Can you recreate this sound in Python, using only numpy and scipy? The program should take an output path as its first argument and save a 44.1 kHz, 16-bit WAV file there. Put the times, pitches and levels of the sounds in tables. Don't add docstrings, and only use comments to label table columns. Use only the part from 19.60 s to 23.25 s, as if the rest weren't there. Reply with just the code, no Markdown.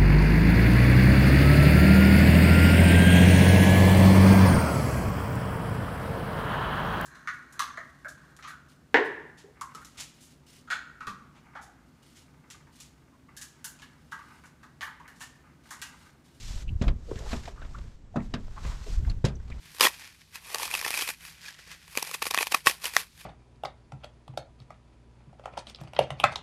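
import sys
import numpy as np
from scipy import signal
from scipy.fft import rfft, irfft
from scipy.io import wavfile
from scipy.ndimage import uniform_filter1d

SR = 44100
rng = np.random.default_rng(int(sys.argv[2]) if len(sys.argv) > 2 else 0)


def invert_db(x):
    u = np.asarray(x, float) / 20
    return 10 ** u


def to_wav(s):
    ch = np.atleast_2d(s).T
    pcm = np.round(np.clip(ch, -1, 1) * 32767)
    wavfile.write(sys.argv[1], SR, pcm.astype(np.int16))


N = 160965


def unit(x):
    return x / np.sqrt(np.mean(x ** 2))


def ring(x, hz, width_hz):
    return signal.lfilter(*signal.iirpeak(hz, hz / width_hz, fs=SR), x)


def colour(x, table):
    f = np.linspace(1, SR / 2, 2049)
    hz, db = np.array(table).T
    log_gain = np.interp(np.log(f), np.log(hz), db) * np.log(10) / 20
    cepstrum = irfft(log_gain)
    cepstrum[1:2048] *= 2
    cepstrum[2049:] = 0
    impulse = irfft(np.exp(rfft(cepstrum)))
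    return signal.fftconvolve(x, impulse)[:len(x)]


def walk(rate_hz):
    held = rng.standard_normal(N // 20)
    hold = max(int(SR / rate_hz), 20)
    steps = np.repeat(held, hold)[:N]
    return unit(uniform_filter1d(uniform_filter1d(steps, hold), hold))


# frequency_hz [Hz], level_db [dB]
ROOM_SPECTRUM = [(15, -22.5), (25, -7.5), (78, 5.5), (144, -2), (225, -4), (286, -7.5), (684, -19.5),
                 (4370, -12), (14000, -25)]
ROOM_DB = -61
HUM_HZ, HUM_DB = 58.7, -67
VENT_HZ, VENT_DB = 160.5, -66


def room():
    air = unit(colour(rng.standard_normal(N), ROOM_SPECTRUM))
    tone = invert_db(ROOM_DB + walk(7.8)) * air
    hum = unit(ring(ring(rng.standard_normal(N), HUM_HZ, 5), HUM_HZ, 6))
    vent = unit(ring(ring(rng.standard_normal(N), VENT_HZ, 30), VENT_HZ, 38))
    return tone + invert_db(HUM_DB) * hum + invert_db(VENT_DB + 2.1 * walk(4)) * vent


BURSTS_PER_S, BURST_SPREAD_DB = 14000, 1.5


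def bursts():
    when = rng.random(N)
    size = rng.exponential(size=N)
    sign = rng.standard_normal(N)
    return unit((when < BURSTS_PER_S / SR) * invert_db(BURST_SPREAD_DB * size) * sign)


# frequency_hz [Hz], width_hz [Hz], level_db [dB]
DEEP_MODES = [(240, 83, -28.5), (513, 178, -8.5), (903, 250, -6), (1104, 267, -2)]
# frequency_hz [Hz], width_hz [Hz], level_db [dB]
WALL_MODES = [(1883, 570, -5.5), (2470, 294, -1.5), (3200, 1080, -11.5), (4680, 1700, -11.5)]
# frequency_hz [Hz], level_db [dB]
CELL_SPECTRUM = [(300, -38), (1000, -7.5), (2000, -8.5), (5500, -5.5), (7000, -5.5), (10500, -1.5),
                 (13500, -6.5), (17000, -14.5)]
# start_s [s], level_db [dB]
GRIP = [(0, -6.5), (.3, -1.5), (.4, -1), (1.45, 3.5), (1.9, -5), (2.2, -4), (2.4, 3), (2.95, -0.5),
        (3.05, -1.5)]
WALL_LEAN = (-0.5, 1, -0.5, 0)
MODE_SCATTER_DB = 2


def block(wall_env, deep_env, bright_env, jolts=0):
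    pops, other = bursts(), bursts()

    def mode(k, env, hz, width_hz, db):
        drive = pops + np.roll(other, k * 997) + jolts
        return invert_db(db) * ring(env * invert_db(MODE_SCATTER_DB * walk(80)) * drive, hz, width_hz)

    grip = invert_db(np.interp(np.arange(N) / SR, *np.array(GRIP).T))
    knock = np.zeros(N)
    for k, row in enumerate(DEEP_MODES):
        knock += mode(k, deep_env, *row)
    for k, row in enumerate(WALL_MODES):
        knock += mode(-k - 1, wall_env * grip ** WALL_LEAN[k], *row)
    return 2 * knock + colour(bright_env * pops, CELL_SPECTRUM)


CLUMPS_PER_S, CLUMP_DB, CLUMP_TOP_DB = 400, 3.5, 7


def clumps():
    def bunching():
        return np.minimum(CLUMP_DB * (walk(CLUMPS_PER_S) ** 2 - 1) / 2, CLUMP_TOP_DB)

    shared, own = bunching(), bunching()
    return invert_db(np.array([shared, shared, (shared + own) / 2]))


# peak_s [s], level_db [dB], rise_s [s], fall_s [s], brightness_db [dB]
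RUBS = [(0.069, -50, 0.19, 0.3, -6), (.165, -49.5, 0.17, 0.052, 5), (.32, -49.5, 0.092, 0.61, 1),
        (0.459, -44.5, 0.74, 0.22, -18), (0.611, -53.5, 0.062, 0.1, -22), (0.757, -39, 0.085, 0.1, -4),
        (1.668, -43, 0.23, 0.22, 0), (1.875, -41, 0.33, 0.22, -24), (2.001, -45.5, 0.16, 0.15, -28),
        (2.125, -41.5, 0.26, 0.14, -22), (2.25, -53.5, 0.49, 0.33, -22), (2.33, -51, 0.21, 0.058, 3.5),
        (3.609, -49.5, 0.16, 0.21, 1)]
# peak_s [s], level_db [dB], rise_s [s], fall_s [s], depth_db [dB]
SQUEEZES = [(0.226, -19.5, 0.013, 0.13, 2.5), (0.248, -20, 0.091, 0.059, -5.5),
            (0.272, -23.5, 0.12, 0.025, 1), (0.284, -32, 0.037, 0.03, -7), (0.932, -41, 0.34, 0.54, -1),
            (1.03, -33.5, 0.23, 0.23, -5), (1.148, -33.5, 0.16, 0.33, -4.5),
            (1.269, -35.5, 0.14, 0.22, -5.5), (1.36, -33.5, 0.26, 0.2, -5.5), (1.421, -33, 0.23, 0.2, -11),
            (1.5, -36, 0.13, 0.096, -19), (2.389, -38, 0.14, 0.25, -3.5), (2.47, -41.5, 0.093, 0.5, -10),
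            (2.544, -31, 0.035, 0.05, -7), (2.638, -37.5, 0.032, .05, -6), (2.671, -36, 0.071, 0.058, -32),
            (2.822, -30, 0.21, 0.081, -6.5), (2.878, -35, 0.061, 0.019, -7), (2.928, -37, 0.094, 0.04, -7),
            (2.96, -38.5, 0.14, .15, -4.5), (3.08, -23, 0.052, 0.096, -4.5), (3.11, -42, .06, 0.24, -3),
            (3.267, -31, 0.11, 0.087, -5), (3.39, -33.5, 0.22, 0.13, -6)]
FADE_DB = 47.5
RUB_DEPTH_DB, RUB_CELLS_DB = -16, 0.5
DULL_PER_DEPTH = 0.25


def rubs_and_squeezes(t):
    power = np.zeros((3, N))
    rows = [(*r, -DULL_PER_DEPTH * r[4]) for r in SQUEEZES]
    rows += [(*r[:4], RUB_DEPTH_DB, r[4]) for r in RUBS]
    for at, db, rise, fall, depth_db, bright_db in rows:
        near = slice(max(int((at - 2 * rise) * SR), 0), int((at + 2 * fall) * SR))
        u = np.where(t[near] < at, (at - t[near]) / rise, (t[near] - at) / fall)
        swell = invert_db(db - FADE_DB * u ** 1.114)
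        balance = invert_db(np.array([[0], [depth_db], [bright_db + RUB_CELLS_DB]]))
        power[:, near] += (swell * balance) ** 2
    return block(*(np.sqrt(power) * clumps()))


# start_s [s], level_db [dB], depth_db [dB], length_ms [ms]
TICKS = [(0.057, -41, -4, 2), (.148, -33, 2.5, 1.04), (0.402, -38, -9, 1.7), (0.747, -38, -12, 1.4),
         (.921, -46, -17, 0.99), (1.882, -37, 7, 0.83), (1.992, -45, 15, 0.77), (2.075, -44, 7, 1.2),
         (2.279, -37.5, -2, 1.9), (3.223, -36, -2.5, 1.3), (3.61, -39.5, -12, 1.5)]
# start_s [s], level_db [dB], depth_db [dB], length_ms [ms]
CRUSH = [(0.1845, -29, -3, 1.1), (.1985, -18, 4, 1.3), (0.2086, -1, -4, 1.04), (0.2103, -1, -5, 0.67),
         (.216, -6, 0, 1), (0.224, -10, 3, 1.1), (0.231, -13, -11, 0.98), (.238, -9, -26, 1.7),
         (0.251, -6, 7.5, 1.6), (.2605, -17, 4, 2.2), (0.271, -19, 4, 1.9), (0.22, -14, -6, 0.86)]
# start_s [s], level_db [dB], depth_db [dB], length_ms [ms]
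CRUMBLE = [(0.9459, -9.5, 6.5, 1.23), (0.984, -22, -2, 1), (.998, -24.5, 5, 2.2), (1.021, -25, 7, 1.3),
           (1.053, -22, -3.5, 5.1), (1.078, -24, 3.5, 1.1), (1.112, -24, -16, 2.4), (1.14, -16.5, 0, 2.3),
           (1.151, -17, -4, 1.2), (1.161, -30, -2, 1.5), (0.957, -21, 5, 1.5), (1.033, -24, 5, 1.6),
           (1.131, -22.5, 4, 0.91), (1.177, -30, 9, 1.4), (1.194, -31, 3, 1.1), (1.226, -27, 3, 1.8),
           (1.263, -20.5, 7, 1.05), (1.348, -19, -8, 0.62), (1.417, -19, -12, 1.1), (1.503, -18, -6, 0.88),
           (1.2136, -12.5, -14, 0.44), (1.247, -21, -2.5, 5), (1.279, -17, -6, 2.9),
           (1.3059, -14.5, -7, 1.2), (1.3409, -15.5, -8, 1.06), (1.374, -19, -7, 3.4),
           (1.391, -18, -2, 2.8), (1.41, -17, -6, 0.93), (1.422, -17, 1.5, 3.1), (1.476, -18, -6.5, 2.1),
           (1.489, -16.5, 1, 2.1)]
# start_s [s], level_db [dB], depth_db [dB], length_ms [ms]
SNAPS = [(2.353, -26.5, 4, 1), (2.374, -6.5, 0, 1.32), (2.383, -26, 2, 2.4), (2.427, -11.5, -4.5, 1.54),
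         (2.455, -43, -8, 1.1), (2.473, -28, 5, 1.2), (2.493, -29.5, 6.5, 1.2), (2.513, -20, 2, 1.25),
         (2.546, -24, 2.5, 2.2), (2.6209, -22, 11, 1.8), (2.624, -17.5, -3, 3.2), (2.655, -20, 3, 1.5),
         (2.667, -17, 6.5, 1.86), (2.709, -13.5, 1, 2.95), (2.739, -23, 5, 0.7), (2.745, -12, 2.5, 2.26),
         (2.755, -22, 4, 0.45), (2.768, -34, 5, 1.4), (2.809, -16, 6, 2.5), (2.828, -11.5, -0.5, 1.6),
         (2.87, -13.5, 0, 0.78), (2.921, -15, -1, 3.7), (2.945, -8.5, 7, 3.34), (3.062, -15, -1, 3),
         (3.242, -17, -1, 2), (3.2558, -15.5, -1, 0.95), (3.279, -26, -8, 1.7), (3.35, -26.5, -8, 2.1),
         (3.081, -18.5, 3.5, 1.1), (3.092, -20.5, 1.5, 1.5), (3.097, -16, -2, 1.6), (3.337, -23.5, -7, 1.6),
         (3.4, -26.5, -9, 6.2)]
CRACK_RISE, BREAK_RISE = 0.78, 0.093
CRACK_DB, CRACK_CELLS_DB, SNAP_DB = -6, -3, 7
DULL_PER_DB = 0.0868


def cracks():
    env, jolts = np.zeros((3, N + SR)), np.zeros(N)
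    u_ms = (np.arange(1500) - 500) * 1000 / SR
    rows = [(*r, CRACK_RISE) for r in CRUSH + CRUMBLE + SNAPS + TICKS]
    rows += [(*r, BREAK_RISE) for r in BREAKS]
    for at, db, depth_db, ms, rise in rows:
        shape = np.exp(-np.where(u_ms < 0, -u_ms / rise, u_ms) / ms)
        bright_db = CRACK_CELLS_DB - DULL_PER_DEPTH * depth_db - DULL_PER_DB * max(db + 8.5, -10)
        balance_db = np.array([[0], [depth_db], [bright_db]])
        peak = int((at + ms / 2000) * SR)
        env[:, peak - 500:peak + 1000] += invert_db(db + CRACK_DB + balance_db) * shape
        jolts[peak] = invert_db(SNAP_DB) / ms
    return block(*env[:, :N], jolts)


# peak_s [s], level_db [dB], pitch_hz [Hz], length_ms [ms]
PINGS = [(0.21, -9, 2950, 1.1), (.21, -5, 4950, 1.2), (0.236, -12, 2690, 2.2), (0.2558, -11.5, 3300, 1.5),
         (.268, -14, 1890, 4.2), (1.141, -16, 2660, 1), (1.249, -22, 1797, 3), (1.341, -18.5, 2460, 1.5),
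         (1.376, -24, 2460, 3.9), (1.861, -37, 2440, 3.5), (1.886, -36, 1690, 4), (2.375, -19.5, 525, 1.02),
         (2.787, -14.5, 2540, 2.3), (2.81, -27, 2500, 2.5), (2.946, -13, 2590, 1.2),
         (3.072, -11, 3320, 1.9), (3.256, -17.5, 2970, 0.9), (3.3667, -3.5, 1900, 0.83),
         (3.366, -15.5, 790, 1.06)]
# peak_s [s], level_db [dB], pitch_hz [Hz], length_ms [ms]
THUDS = [
    (2.376, -42.5, 250, 6.9),
    (3.071, -35.5, 130, 6.5),
]
PING_RISE = 0.65


def pings_and_thuds():
    out = np.zeros(N)
    u = (np.arange(3000) - 1000) / SR
    for (at, db, hz, ms), turn in zip(PINGS + THUDS, rng.random(99)):
        shape = np.exp(-np.where(u < 0, -u / PING_RISE, u) * 1000 / ms)
        k = int(at * SR) - 1000
        out[k:k + len(u)] += invert_db(db) * shape * np.sin(2 * np.pi * (hz * u + turn))
    return signal.sosfilt(signal.butter(2, 80, "high", fs=SR, output="sos"), out)


# start_s [s], level_db [dB], depth_db [dB], length_ms [ms]
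BREAKS = [
    (2.7751, -8.5, 3.5, 1.15),
    (2.787, -13, -3, 1.6),
    (3.0694, 1.5, 1, 1.976),
    (3.366, 2, -3.5, 0.64),
]
# pitch_hz [Hz], level_db [dB], t60_s per ms of break [s/ms]
RING_MODES = [(1100, 0.5, 0.014), (1883, 0.5, 0.011), (2660, -11, .017), (3320, 3.5, 0.0043)]
RING_DB = -8.5


def breaks(t):
    out = np.zeros(N)
    u = t[:2000]
    for at, db, depth_db, ms in BREAKS:
        k = int((at + ms / 2000) * SR)
        phases = rng.random(len(RING_MODES)) * 2 * np.pi
        for (hz, mode_db, t60), phase in zip(RING_MODES, phases):
            onset = np.minimum(u * 2 * hz, 1)
            tone = np.sin(2 * np.pi * hz * u + phase) * invert_db(-60 * u / t60 / ms) * onset
            level_db = db + RING_DB + mode_db + depth_db * (hz < 1500)
            out[k:k + len(u)] += invert_db(level_db) * tone
    return out


ECHO_T60_S, ECHO_DB = 0.06, -22


def echo(x, t):
    tail = rng.standard_normal(8000) * invert_db(-60 * t[:8000] / ECHO_T60_S) * (t[:8000] > 0.003)
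    return invert_db(ECHO_DB) * signal.fftconvolve(x, tail / np.sqrt(np.sum(tail ** 2)))[:N]


def scene():
    t = np.arange(N) / SR
    foam = rubs_and_squeezes(t) + cracks() + breaks(t)
    foam = signal.sosfilt(signal.butter(2, 170, "high", fs=SR, output="sos"), foam)
    return (foam + echo(foam, t) + room() + pings_and_thuds())[None]


def top_cut(x):
    return signal.sosfilt(signal.butter(12, 16790, fs=SR, output="sos"), x)


SHELF_HZ, SHELF_DB, TOP_HZ = 13950, -17, 15750


def record(dry):
    f = np.fft.rfftfreq(N, 1 / SR)
    corner_hz = [SHELF_HZ, SHELF_HZ + 150, TOP_HZ, TOP_HZ + 200, TOP_HZ + 1000]
    gain = invert_db(np.interp(f, corner_hz, [0, SHELF_DB, SHELF_DB, -27, -45]))
    mix = irfft(rfft(np.tanh(dry)) * gain, N)
    return top_cut(mix)


dry = scene()
out = record(dry)
to_wav(out)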